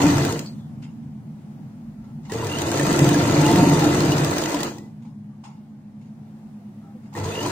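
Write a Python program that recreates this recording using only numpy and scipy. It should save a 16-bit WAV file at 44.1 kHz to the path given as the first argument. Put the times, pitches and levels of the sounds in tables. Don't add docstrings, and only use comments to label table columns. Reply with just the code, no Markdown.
import sys
import numpy as np
from scipy import signal
from scipy.fft import rfft, irfft, next_fast_len
from scipy.io import wavfile
from scipy.ndimage import uniform_filter1d, map_coordinates

SR = 44100
rng = np.random.default_rng(int(sys.argv[2]) if len(sys.argv) > 2 else 0)


def amp(db):
    return 10 ** (np.asarray(db, float) / 20)


def write(x):
    x = np.atleast_2d(x).T
    wavfile.write(sys.argv[1], SR, np.round(np.clip(x, -1, 1) * 32767).astype(np.int16))


N = 331191

# time in seconds, level in dB.
FAN_DRAUGHT = [(.6, -41.5), (1.1, -43.5), (1.8, -46), (2.15, -45), (5.0, -48.5), (5.4, -50.5), (6.3, -51),
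               (6.7, -52), (7.0, -49.5)]
# pitch in Hz, waver in Hz, level in dB.
FAN_TONES = [(206.8, 1.027, -2.5), (216, 1.455, -3.5), (108.5, 3.27, -15.5), (282, 2.94, -19.5)]
# frequency in Hz, level in dB per Hz.
RUMBLE_SPECTRUM = [(13, -56), (22, -32), (75, -27), (90, -12), (118, -5), (153, 4), (184, -10), (195, -9.5),
                   (213, -4.5), (229, 3), (247, -9), (280, -11.5), (345, -32.5), (371, -45), (420, -34),
                   (550, -65), (920, -120)]
# frequency in Hz, level in dB per Hz.
AIR_SPECTRUM = [(210, -16), (350, 0), (379, -7.5), (445, -10.5), (719, -8.5), (779, -7), (1060, -15.5),
                (1180, -16.5), (3500, -28.5), (5140, -30), (16000, -35.5)]
# time in seconds, peak in dB, hollow
# knock in dB.
SNAPS = [(0.819, -48, -8), (0.824, -42.5, -17), (1.0254, -58, -0.5), (2.0394, -55, -3),
         (2.229, -54, -9), (2.249, -43, -7.5), (2.295, -35, -2), (2.5838, -28, -7),
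         (4.6044, -37, -0.5), (4.7442, -57, 12.5), (5.0194, -54, -4), (5.0494, -53, -2),
         (3.294, -35, -1), (5.437, -38, -5.5), (6.011, -55, -12), (6.055, -58, -12), (7.03, -55.5, -5),
         (7.055, -53, -7), (7.127, -44, 2), (7.152, -43, 9.5)]
# frequency in Hz, level in dB per Hz.
CLICK_SPECTRUM = [(760, -37), (1300, 0), (1880, -8), (2110, -5), (2370, -5), (2850, -8.5), (3600, -4),
                  (5240, -9.5), (5730, -9.5), (6790, -11.5), (8720, -11), (9880, -32), (11000, -21),
                  (14300, -52), (22000, -120)]
# frequency in Hz, width in Hz, level in dB.
CLICK_RINGS = [(2150, 120, 4), (2800, 190, 5), (5150, 460, -2), (6750, 200, 8)]
# start in seconds, length in seconds, pitch in Hz,
# width in Hz, level in dB.
CREAKS = [(.457, .04, 4500, 900, -44), (.47, .085, 4400, 600, -54), (.575, .12, 3500, 350, -65),
          (.82, .06, 2600, 700, -56), (2.25, .11, 70, 40, -44), (1.78, .57, 45, 25, -54),
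          (7.151, .02, 1900, 300, -44), (2.33, .5, 445, 60, -35), (1.95, .22, 1340, 30, -68),
          (2.395, .06, 990, 60, -36), (2.297, .025, 950, 150, -41), (4.77, .17, 2000, 40, -65),
          (5.288, .095, 1165, 40, -67), (6.6, .08, 696, 35, -63), (6.82, .15, 800, 30, -58),
          (6.8, .14, 1300, 140, -64), (6.94, .075, 500, 20, -53), (7.165, .045, 980, 90, -39),
          (7.245, .06, 990, 90, -40), (7.2, .3, 460, 90, -38)]
# start in seconds, peak in dB, pitch in Hz.
SQUEALS = [(2.4943, -33, 2740), (2.5157, -26.5, 2800), (2.5345, -28.5, 2800), (2.5536, -29, 2810),
           (2.5736, -33, 3030), (2.5917, -33, 3100), (7.322, -34, 2580), (7.3351, -36, 2695),
           (7.353, -29.5, 2800), (7.373, -30, 2825), (7.3896, -28, 2880), (7.4111, -29, 2930),
           (7.4325, -36, 3027), (7.451, -35, 3130)]
# time in seconds, speed in stitches per second.
SPEED = [
    [(.0173, 19.96), (.22, 15.25), (.28, 12.93), (.4, 15.88), (.5836, 4.33)],
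    [(2.3216, 8.43), (2.47, 5.0), (3.03, 19.31), (3.29, 17.96), (3.54, 21.47), (3.67, 22.07), (3.91, 18.76),
     (4.57, 11.64), (4.783, 3.9)],
    [(7.1494, 7.19), (7.4546, 5.9)],
]
# time in seconds, iron body level in dB.
EFFORT = [
    [(0.0, -21), (.16, -24.5), (.3, -27), (.4, -37), (.55, -63), (.62, -63)],
    [(2.29, -54), (2.316, -48), (2.324, -34.5), (2.55, -30.5), (2.88, -23.5), (3.25, -23.5), (3.57, -22),
     (4.3, -26), (4.67, -30), (4.93, -83.5)],
    [(7.145, -49), (7.168, -37), (7.182, -32), (7.22, -35.5), (7.28, -33), (7.34, -33.5), (7.45, -29.5),
     (7.51, -29)],
]
# share of the turn, knock in dB, tick in dB.
CONTACTS = [
    (0.0, -3.5, -33),
    (0.268, -7, -23),
    (.52, -2, -41),
    (0.761, -11, -16.5),
]
# cycles per turn, start in seconds, length in seconds, level in dB.
WHINES = [
    (42.05, 3.331, 0.55, -25.5),
    (33.3, 3.45, 0.3, -28),
]
# time in seconds, peak in dB, pitch in Hz.
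BOOMS = [(0.04, -6.5, 155), (0.094, -12, 156.4), (0.156, -11.5, 143.6), (0.21, -9.5, 140.4),
         (2.823, -21, 146.2), (3.014, -2, 144.3), (3.138, -35, 187.1), (3.284, -10, 150.1),
         (3.322, -16, 156.7), (3.38, -7, 149.7), (3.429, -20, 136.4), (3.485, -12, 166),
         (3.526, -14, 164.4), (3.575, -22, 173.4), (3.619, -8, 141.5), (3.666, -11, 173.2),
         (3.714, -7, 164.5), (3.763, -10.5, 160.7), (3.819, -10, 147.6), (3.876, -15, 139.5),
         (3.926, -22, 142.9), (3.983, -11, 145.7), (4.04, -23, 141), (4.092, -12, 145.3),
         (4.145, -13.5, 145.7), (4.211, -10.5, 143), (4.254, -29, 134.5)]
# time in seconds, peak in dB, pitch in Hz.
KNOCKS = [(0.045, -3, 304.7), (0.089, -6, 288.6), (0.129, -14, 261), (0.239, -16, 284.7), (0.275, -17, 283),
          (0.324, -17, 458), (2.324, -20, 288.3), (2.345, -18, 459), (2.461, -28, 458), (2.748, -22, 319.7),
          (2.795, -18, 293.8), (2.842, -8.5, 297), (2.895, -20, 291), (3.018, -7, 331.2),
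          (3.077, -6, 297.2), (3.113, -8, 292.5), (3.161, -4, 295.4), (3.24, -24, 377.4),
          (3.298, -17, 342.7), (3.336, -8, 297), (3.386, -6.5, 309.5), (3.43, -5, 297.8), (3.484, -12, 291),
          (3.529, -3, 290.7), (3.569, -6, 345.4), (3.621, -4, 282.8), (3.669, -8, 282), (3.719, -12, 285.2),
          (3.762, -8.5, 343.8), (3.823, -4.5, 300.5), (3.861, -4, 293.4), (3.937, -12, 361.4),
          (4.0, -18, 348), (4.059, -9, 313.2), (4.117, -17, 308.3), (4.345, -14, 301.4),
          (4.386, -17, 325.6), (4.447, -15, 308.1), (4.538, -10, 295.5), (4.629, -17.5, 361.3),
          (7.165, -21.5, 484), (7.263, -19, 456), (7.299, -27, 459.7), (7.376, -20, 442.5),
          (7.419, -21, 292.5), (7.449, -19, 372), (7.467, -21.5, 349)]
# time in seconds, peak in dB, pitch in Hz.
CLANKS = [(.018, -24, 2700), (.068, -25, 2460), (.12, -30, 1000), (.249, -22, 1580), (.459, -35, 4450),
          (.46, -38.5, 4900), (2.298, -32, 1897), (2.315, -30, 1930), (2.32, -29, 1730), (2.378, -33, 1910),
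          (2.395, -35, 2800), (2.407, -33, 2800), (2.415, -34, 1975), (2.468, -31, 1774),
          (2.585, -32, 1703), (2.716, -23, 1590), (2.796, -17, 1790), (2.99, -26, 1870), (3.09, -34, 1700),
          (3.144, -19, 1670), (3.239, -28, 2470), (3.294, -33, 1940), (3.455, -17, 2840),
          (3.696, -29, 1981), (4.004, -23, 4200), (4.12, -17.5, 2896), (4.181, -31, 1935),
          (4.33, -22, 2014), (4.384, -24, 1653), (4.438, -25, 3700), (4.457, -23, 1967), (4.51, -26, 2062),
          (4.545, -18, 993), (4.604, -27, 1915), (4.632, -29, 2007), (4.783, -40, 1930), (7.152, -30, 1864),
          (7.175, -30, 966), (7.243, -32, 6570), (7.25, -23, 978.4), (7.46, -16, 991)]
# time in seconds, peak in dB, pitch in Hz.
HOOK_RINGS = [(2.5864, -26, 6250), (2.6178, -29, 6740), (2.7949, -26, 6200), (3.0423, -26, 6500),
              (3.0907, -29, 6540), (3.1434, -26, 6400), (3.2548, -28, 6380), (3.3104, -25, 6300),
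              (3.4699, -25, 6390), (3.515, -31, 6230), (3.643, -30, 6560), (3.6958, -22, 6470),
              (3.744, -26, 5930), (3.7922, -28, 6420), (3.9461, -28, 5990), (4.0034, -26, 6525),
              (4.182, -29, 5935), (4.2588, -28, 6510), (4.3842, -25, 6567), (4.4398, -32, 6146),
              (4.6317, -28, 7140)]
# time in seconds, peak in dB.
STITCH_TICKS = [(0.0177, -20), (0.067, -19), (0.1244, -30), (0.182, -21), (0.25, -16), (0.324, -19),
                (0.3922, -20), (0.461, -38), (2.32, -24.5), (2.4693, -23), (2.6183, -17), (2.67, -23),
                (2.7163, -18), (2.774, -18), (2.796, -19), (2.829, -25), (2.867, -20), (2.8966, -30),
                (2.9273, -19.5), (2.9627, -22), (2.9912, -14), (3.044, -15), (3.0903, -14.5), (3.144, -17),
                (3.1981, -33), (3.24, -30), (3.2541, -28), (3.3112, -25), (3.3344, -31), (3.414, -19),
                (3.4642, -15), (3.514, -16.5), (3.5596, -15.5), (3.6426, -31), (3.696, -16.5),
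                (3.7442, -22), (3.794, -18), (3.8425, -17.5), (3.9463, -20.5), (4.0046, -16.5),
                (4.0577, -25), (4.1195, -18.5), (4.1809, -18.5), (4.246, -16.5), (4.3108, -19.5),
                (4.3635, -23), (4.3824, -15.5), (4.4171, -20), (4.4377, -21), (4.4588, -18), (4.4963, -24),
                (4.544, -20), (4.6323, -15.5), (4.7834, -33.5)]
# time in seconds, peak in dB.
LONE_TICKS = [(0.581, -56), (2.298, -35), (4.746, -47), (2.336, -25), (2.446, -26), (2.586, -20),
              (4.518, -22), (4.605, -19), (7.138, -25), (7.152, -37), (7.164, -33), (7.174, -31),
              (7.242, -29), (7.431, -22), (7.463, -20.5)]
# frequency in Hz, level in dB per Hz.
TICK_SPECTRUM = [(1200, -21), (2500, -1), (4500, -1.5), (7500, -0.5), (9500, -7), (13000, -18), (15500, 0),
                 (16000, -53)]
# frequency in Hz, level in dB per Hz.
BRIGHT_SPECTRUM = [(1530, -14), (2600, -6.5), (3290, -3.5), (3660, -1), (4850, -1.5), (5310, -6), (6470, 0),
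                   (7150, -3.5), (8450, -6.5), (10100, -13.5), (10900, -20), (12400, -13), (13500, -21),
                   (15100, -8.5), (16000, -43)]
# motor on in seconds, slack gone in seconds, level in dB.
SLACK = [
    (2.34, 2.608, -0.5),
    (7.14, 7.235, -3),
]
# frequency in Hz, level in dB per Hz.
IRON_SPECTRUM = [(240, -18), (400, -1), (610, -1.5), (686, -2.5), (772, -7.5), (899, -2), (1240, -9),
                 (1370, -9.5), (1540, -11), (1970, -10), (2210, -16.5), (2430, -14.5), (3000, -15.5),
                 (3900, -59), (6600, -120)]
# frequency in Hz, width in Hz, level in dB.
IRON_RINGS = [(470, 57, -17), (556, 37, -13.5), (705, 20, 0.5), (900, 3, -33), (935, 5.6, 1.5),
              (1353, 56, 0.5), (1730, 22, -8), (2014, 15.4, 4.5), (2460, 28, -0.5)]
# frequency in Hz, level in dB, decay T60 in seconds.
TABLE_MODES = [(144.4, 3.5, 0.41), (161.8, 1.5, 0.12), (192.8, -6.5, 0.36), (241, 0.5, 0.048),
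               (292.5, 3.5, 0.14), (335.5, 2, 0.38), (350.5, -1.5, 0.12), (445.3, -8.5, 0.089)]
# time in seconds, peak in dB.
THUMPS = [
    (0.041, -14.5),
    (3.011, -31),
]
# start in seconds, length in seconds, level in dB.
SWAYS = [(.05, 0.17, -25.5), (0.266, 0.06, -30), (2.284, 0.29, -31), (2.534, 0.23, -34),
         (3.043, 0.083, -33), (3.16, 0.2, -23.5), (3.583, 0.073, -38), (3.795, 0.44, -30),
         (4.247, 0.09, -30), (7.134, 0.21, -28), (7.374, 0.17, -37)]
# start in seconds, length in seconds, level in dB.
LEANS = [
    (0.284, 0.042, -11),
    (2.3, 0.069, 7),
    (2.979, 0.16, 4),
    (3.417, 0.35, 2.5),
    (3.943, 0.18, 4.5),
    (4.264, 0.37, -4),
    (4.72, 0.22, 16.5),
    (7.162, 0.29, -4.5),
]
# frequency in Hz, left-right likeness from -1 to 1.
LIKENESS = [(60, 0.78), (130, 1), (290, 0.85), (640, 0.31), (1410, -0.32), (3100, 0.16), (6820, -0.026),
            (15000, -0.26)]
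# frequency in Hz, left minus right in dB.
LEFT_LEAN = [(60, 15.5), (92, 0), (140, 0.5), (210, -0.5), (330, -1.5), (500, -2), (770, 1.5), (1170, 1.0),
             (1790, 2.5), (2740, -2.5), (4190, 1.0), (6410, 3.5), (9810, -3), (15000, 0)]
# frequency in Hz, margin under the neighbours in dB.
MASK_MARGIN = [(20, 60), (1500, 30), (2600, 6), (7000, 3.5), (10000, -1), (16000, -1)]

# dB at mean effort, share of the effort, dB per doubling of speed.
KNOCK_LAW, BRIGHT_LAW, SWAY_LAW = (-22.5, 0.87, 3.2), (-34.5, 0.91, -0.14), (-35, 0.54, 1.7)
MEAN_EFFORT_DB, MEAN_STITCHES_PER_S = -26, 16


def rms_one(x):
    return x / np.sqrt(np.mean(x ** 2) + 1e-20)


def in_time(*tables):
    s, *columns = np.transpose(np.vstack(tables))
    return [np.interp(np.arange(N) / SR, s, c) for c in columns]


def at_hz(points, hz):
    points_hz, value = np.transpose(points)
    return np.interp(np.log(hz + 1), np.log(points_hz), value)


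def drift(rate_hz):
    knots = rng.standard_normal(int(N / SR * 60) + 2)[:int(N / SR * rate_hz) + 2]
    return map_coordinates(knots, [np.arange(N) / SR * rate_hz], order=3, mode="nearest")


def swell(start_s, length_s):
    return np.sin(np.pi * np.clip((np.arange(N) / SR - start_s) / length_s, 0, 1))


def clicks(s, size):
    out = np.zeros(N)
    np.add.at(out, np.clip((np.asarray(s) * SR).astype(int), 0, N - 1), size)
    return out


def band(x, order, low_hz, high_hz):
    return signal.sosfilt(signal.butter(order, [low_hz, high_hz], "band", fs=SR, output="sos"), x)


def resonance(x, hz, width_hz):
    r = np.exp(-np.pi * width_hz / SR)
    zeros = (1 - r * r) / 2 * np.array([1, 0, -1])
    poles = [1, -2 * r * np.cos(2 * np.pi * hz / SR), r * r]
    return signal.lfilter(zeros, poles, x + 1e-18)


def evened(x, span_s):
    power = uniform_filter1d(np.mean(np.atleast_2d(x) ** 2, axis=0), int(span_s * SR))
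    return x / np.sqrt(power + 1e-4 * power.mean())


def stereo_noise(spectrum):
    direct_db, left_lead_s = -1.5, .00009
    size = next_fast_len(N)
    hz = np.arange(size // 2 + 1) * SR / size
    sign = np.array([[1], [-1]])
    alike = np.clip(at_hz(LIKENESS, hz), -1, 1)
    mid, side, direct = rfft(rng.standard_normal((3, size))) * amp(at_hz(spectrum, hz))
    pair = np.sqrt(1 + alike) * mid + np.sqrt(1 - alike) * side * sign
    pair += amp(direct_db) * direct * np.exp(1j * np.pi * hz * left_lead_s * sign)
    pair *= amp(at_hz(LEFT_LEAN, hz) / 2 * sign)
    return rms_one(irfft(pair, size)[:, :N])


def shifting(x, patchy_db):
    lines = signal.stft(x, nperseg=512)[2]
    luck = uniform_filter1d(rng.standard_normal(lines.shape[1:]), size=3, axis=0)
    luck = uniform_filter1d(luck, size=6, axis=1)
    gain = amp(patchy_db * rms_one(luck) - patchy_db ** 2 / 8.7)
    return signal.istft(lines * gain, nperseg=512)[1][:, :N]


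def dying(blows, crack_s, wet_db):
    room_t60_s, echo_delay_s = 0.46, 0.013
    crack = signal.lfilter([1], [1, -np.exp(-2 / (crack_s * SR))], blows ** 2)
    late = np.roll(blows, int(echo_delay_s * SR)) ** 2
    echoes = signal.lfilter([1], [1, -amp(-120 / (room_t60_s * SR))], late)
    return np.sqrt(crack + amp(2 * wet_db) * echoes)


def stitch_times():
    out = []
    for rows in SPEED:
        s, speed = np.transpose(rows)
        t = np.arange(s[0], s[-1], 1 / SR)
        turns = np.cumsum(np.interp(t, s, speed)) / SR
        out.append(np.interp(np.arange(round(turns[-1]) + 1), turns, t))
    return np.concatenate(out)


def contact_times():
    s = stitch_times()
    turn_s = np.minimum(np.diff(s, append=s[-1] + 0.18), .16)
    slop = rng.normal(0, 1, (len(s), len(CONTACTS))) * .012
    return s[:, None] + turn_s[:, None] * (np.array(CONTACTS)[:, 0] + slop)


def follow(law):
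    (effort_db,), (speed,) = in_time(*EFFORT), in_time(*SPEED)
    base_db, effort_share, db_per_doubling = law
    return (base_db + effort_share * (effort_db - MEAN_EFFORT_DB)
            + db_per_doubling * np.log2(speed / MEAN_STITCHES_PER_S))


def grains(per_s, spread_db, times, pulse_db):
    after = signal.lfilter([1], [1, -np.exp(-1 / (0.018 * SR))], clicks(times.ravel(), 0.58))
    sizes = amp(spread_db * np.minimum(rng.exponential(1, N), 4) + pulse_db * np.minimum(after, 1))
    return sizes * rng.choice([-1, 1], N) * (rng.random(N) < per_s / SR)


def fan():
    rumble_db, = in_time(FAN_DRAUGHT)
    swing_db = rumble_db - rumble_db.mean()
    tones_db = -44 - 0.16 * swing_db
    air_db = -58.5 + 0.33 * swing_db
    tones = np.zeros(N)
    for hz, waver_hz, level_db in FAN_TONES:
        level = amp(level_db + 4.5 + 2.0 * drift(5))
        tones += level * np.sin(2 * np.pi * np.cumsum(hz + waver_hz * drift(7)) / SR)
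    rumble = stereo_noise(RUMBLE_SPECTRUM) * amp(rumble_db + 8.0 + 1.0 * drift(6.4))
    air = stereo_noise(AIR_SPECTRUM) * amp(air_db + 3.5 + 1.0 * drift(2.86))
    return amp(tones_db) * tones + rumble + air


def snaps():
    s, peak_db, hollow_db = np.transpose(SNAPS)
    rise = int(.0045 * SR)
    noise = stereo_noise(CLICK_SPECTRUM)
    noise = rms_one(noise + sum(amp(db) * resonance(noise, hz, width_hz) for hz, width_hz, db in CLICK_RINGS))
    snap = dying(clicks(s, amp(peak_db - 7.0)), 0.026, wet_db=-8.0)
    snap = uniform_filter1d(snap, rise, origin=rise // 2 - 1)
    hollow_spectrum = [(600, -34), (780, 7.0), (860, 10.5), (1150, 0.0), (1400, -37.0)]   # Hz, dB per Hz
    hollow = uniform_filter1d(dying(clicks(s, amp(peak_db + hollow_db)), 0.0091, wet_db=-2.0), rise)
    return shifting(noise * snap, patchy_db=3.0) + stereo_noise(hollow_spectrum) * hollow


def belt():
    slip_s, slip_rise_hz, roughness, slip_db = .014, 159, 0.32, 1.7
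    t, out = np.arange(N) / SR, np.zeros(N)
    share = np.arange(int(slip_s * SR)) / (slip_s * SR)
    grit = 1 + roughness * rms_one(resonance(rng.standard_normal(N), 150, 300))
    for (s, peak_db, hz), turn in zip(SQUEALS, rng.random(len(SQUEALS))):
        chirp = np.sin(2 * np.pi * (turn + np.cumsum(hz + slip_rise_hz * (share - .5)) / SR))
        shape = np.sin(np.pi * share ** .8) ** 2
        out[int((s - .003) * SR):][:len(share)] += amp(peak_db + slip_db) * shape * chirp
    out = out * grit + amp(-8.0) * np.roll(out, int(.0074 * SR))
    white = rng.standard_normal(N)
    for s, length_s, hz, width_hz, level_db in CREAKS:
        rise = np.sin(np.pi * np.clip((t - s) / length_s, 0, 1) ** 0.68)
        creak = resonance(resonance(white, hz, width_hz), hz, width_hz)
        out += amp(level_db) * rise * evened(creak, 0.19)
    return np.array([out, np.roll(out, 4)])


def gears():
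    turns = np.cumsum(in_time(*SPEED)[0]) / SR
    throb = amp(3.0 * np.sin(2 * np.pi * turns) + 2.5 * drift(25))
    tones = np.zeros(N)
    for teeth, s, length_s, level_db in WHINES:
        tone = np.sin(2 * np.pi * teeth * turns + 2.6 * drift(18))
        tones += amp(level_db) * swell(s, length_s) ** 0.35 * tone
    return np.array([throb * tones, throb * np.roll(tones, 4)])


def ping(times):
    hz, width_hz, level_db = 8130, 160, -18.5
    blows = clicks(times[:, ::2].ravel(), 0.54) * swell(2.62, 0.53)
    ring = amp(level_db) * resonance(blows, hz, width_hz) * SR / width_hz / np.pi
    return np.array([amp(-13) * np.roll(ring, 3), ring])


def struck(rows, t60_s, rise_cycles, trim_db):
    out, t = np.zeros(N + SR), np.arange(SR // 4) / SR
    s, peak_db, hz = np.transpose(rows)
    turns = np.cumsum(np.append(0, hz[:-1] * np.diff(s)))
    turns = turns + rng.random() + .08 * rng.standard_normal(len(s))
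    for s, peak_db, hz, turn in zip(s, peak_db, hz, turns):
        shape = (1 - np.exp(-t * hz / rise_cycles)) * amp(-60 * t / t60_s)
        ring = shape / shape.max() * np.sin(2 * np.pi * (hz * t + turn))
        out[int(s * SR):int(s * SR) + len(t)] += amp(peak_db + trim_db) * ring
    return out[:N]


def strokes():
    wood = struck(BOOMS, 0.16, rise_cycles=1.16, trim_db=-4.5)
    wood += struck(KNOCKS, 0.22, rise_cycles=0.54, trim_db=-8)
    metal = [struck(CLANKS, 0.082, rise_cycles=0.74, trim_db=-5.5) for side in range(2)]
    hook = [struck(HOOK_RINGS, 0.02, rise_cycles=3.0, trim_db=-3) for side in range(2)]
    return wood + np.array(metal) + np.array(hook)


def rattle(times, bright_db):
    chatter_size = dying(grains(900, 2.6, times, pulse_db=2), 0.0034, wet_db=-15)
    chatter = stereo_noise(BRIGHT_SPECTRUM) * chatter_size
    chatter = shifting(amp(bright_db + 2.5) * evened(chatter, 0.091), patchy_db=2.2)
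    small_db = bright_db[np.minimum(times * SR, N - 1).astype(int)] + 20.0
    small_db = small_db + np.array(CONTACTS)[:, 2] + 2.0 * rng.normal(0, 1, times.shape)
    stitch_s, stitch_db = np.transpose(STITCH_TICKS)
    lone_s, lone_db = np.transpose(LONE_TICKS)
    ticks = clicks(stitch_s, amp(stitch_db + 1.5)) + clicks(times.ravel(), amp(small_db).ravel())
    ticks += clicks(lone_s, amp(lone_db))
    crack = amp(-3.5) * band(ticks, 2, 1500, 9000)
    ring = amp(-4.5) * stereo_noise(TICK_SPECTRUM) * dying(ticks, 0.0033, wet_db=-22)
    return np.array([crack, np.roll(crack, 4)]) + chatter + ring


def iron(times, body_db):
    chatter_size = dying(grains(540, 2.1, times, pulse_db=3), 0.0039, wet_db=-13.5)
    body = stereo_noise(IRON_SPECTRUM) * chatter_size
    body = body + sum(amp(db - 0.5) * resonance(body, hz, width_hz) for hz, width_hz, db in IRON_RINGS)
    return amp(body_db) * evened(body, 0.063)


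def table(times, knock_db, sway):
    deeper_when_fast_db = 4.0
    stitch_s = stitch_times()
    turns = np.interp(np.arange(N) / SR, stitch_s, np.arange(len(stitch_s)))
    doublings = np.log2(in_time(*SPEED)[0] / MEAN_STITCHES_PER_S)
    modes = np.zeros(N)
    for hz, level_db, t60_s in TABLE_MODES:
        strength = amp(np.array(CONTACTS)[:, 1] + 4.2 * rng.normal(0, 1, times.shape))
        push = rms_one(clicks(times.ravel(), strength.ravel()))
        push += amp(11.5) * rng.standard_normal(N)
        push += amp(-25.0) * np.sin(16 * np.pi * turns)
        level = amp(level_db + deeper_when_fast_db * doublings * np.log2(260 / hz))
        modes += level * rms_one(resonance(push, hz, np.log(1000) / np.pi / t60_s))
    knock = amp(knock_db) * evened(modes, 0.061)
    knock += sway * evened(resonance(resonance(push, 94.0, 29.0), 107.0, 33), 0.027)
    thump_s, thump_db = np.transpose(THUMPS)
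    jolt = clicks(thump_s, amp(thump_db) * SR)
    knock += amp(-33.0) * resonance(jolt, 187.0, 7.8) + amp(-38.5) * resonance(jolt, 278.0, 20.0)
    knock = band(knock, 3, 80, 1000)
    knock += amp(knock_db - 28.0) * rms_one(resonance(resonance(push, 29, 14), 34, 20))
    side = amp(-16.5) * resonance(np.roll(knock, int(0.0107 * SR)), 240, 510)
    return np.array([knock + side, knock - side])


def scene():
    t = np.arange(N) / SR
    running = sum((t >= rows[0][0]) & (t <= rows[-1][0]) for rows in EFFORT)
    settle_db = -7.0 * swell(4.26, 0.62)
    knock_db = follow(KNOCK_LAW) + sum(db * swell(s, length_s) for s, length_s, db in LEANS)
    sway = amp(follow(SWAY_LAW) + settle_db)
    sway = sway + sum(amp(db) * swell(s, length_s) ** 2 for s, length_s, db in SWAYS)
    bright_db = follow(BRIGHT_LAW) + sum(db * (t > on_s) * (t < taut_s) for on_s, taut_s, db in SLACK)
    times = contact_times()
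    machine = table(times, knock_db, sway) + ping(times) + rattle(times, bright_db)
    machine += shifting(iron(times, in_time(*EFFORT)[0]), patchy_db=1.5)
    machine = uniform_filter1d(1. * running, 800) * machine
    return fan() + snaps() + belt() + gears() + strokes() + machine


def starved(x, hearing_db, margin_db, patchy_db):
    frame, grid = 1024, 824
    n, k = np.arange(2 * frame), np.arange(frame)
    window = signal.windows.kaiser_bessel_derived(2 * frame, 4 * np.pi)
    cosines = np.cos(np.pi / frame * np.outer(n + .5 + frame / 2, k + .5))
    basis = (np.sqrt(2 / frame) * window[:, None] * cosines).astype(np.float32)
    lead = 2 * frame - grid
    halves = np.pad(x, [(0, 0), (lead, 2 * frame - (N + lead) % frame)]).reshape(2, -1, frame)
    lines = np.concatenate([halves[:, :-1], halves[:, 1:]], axis=2).astype(np.float32) @ basis
    bands = np.mean(lines ** 2, axis=0).reshape(-1, frame // 16, 16).mean(axis=2)
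    spread = uniform_filter1d(uniform_filter1d(bands, size=9, axis=1), size=2, axis=0)
    masking_db = 10 * np.log10(spread + 1e-20)
    luck = rms_one(uniform_filter1d(rng.standard_normal(bands.shape), size=4, axis=0))
    masked_db = np.repeat(masking_db + patchy_db * luck, 16, axis=1)
    masked_db = masked_db - at_hz(margin_db, (k + .5) * SR / 2 / frame)
    lines *= np.abs(lines) > amp(np.maximum(masked_db, hearing_db))
    back = lines @ basis.T
    halves[:, 1:-1] = back[:, 1:, :frame] + back[:, :-1, frame:]
    return halves.reshape(2, -1)[:, lead:lead + N]


def top_cut(x):
    return signal.sosfilt(signal.butter(12, 17090, fs=SR, output="sos"), x)


def record(dry):
    rounded = 1.151 * np.tanh(dry / 1.24)
    cut = signal.sosfilt(signal.cheby2(16, 60, 16500, fs=SR, output="sos"), rounded)
    mix = starved(cut, hearing_db=-67, margin_db=MASK_MARGIN, patchy_db=4.5)
    return top_cut(mix)


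dry = scene()
out = record(dry)
write(out)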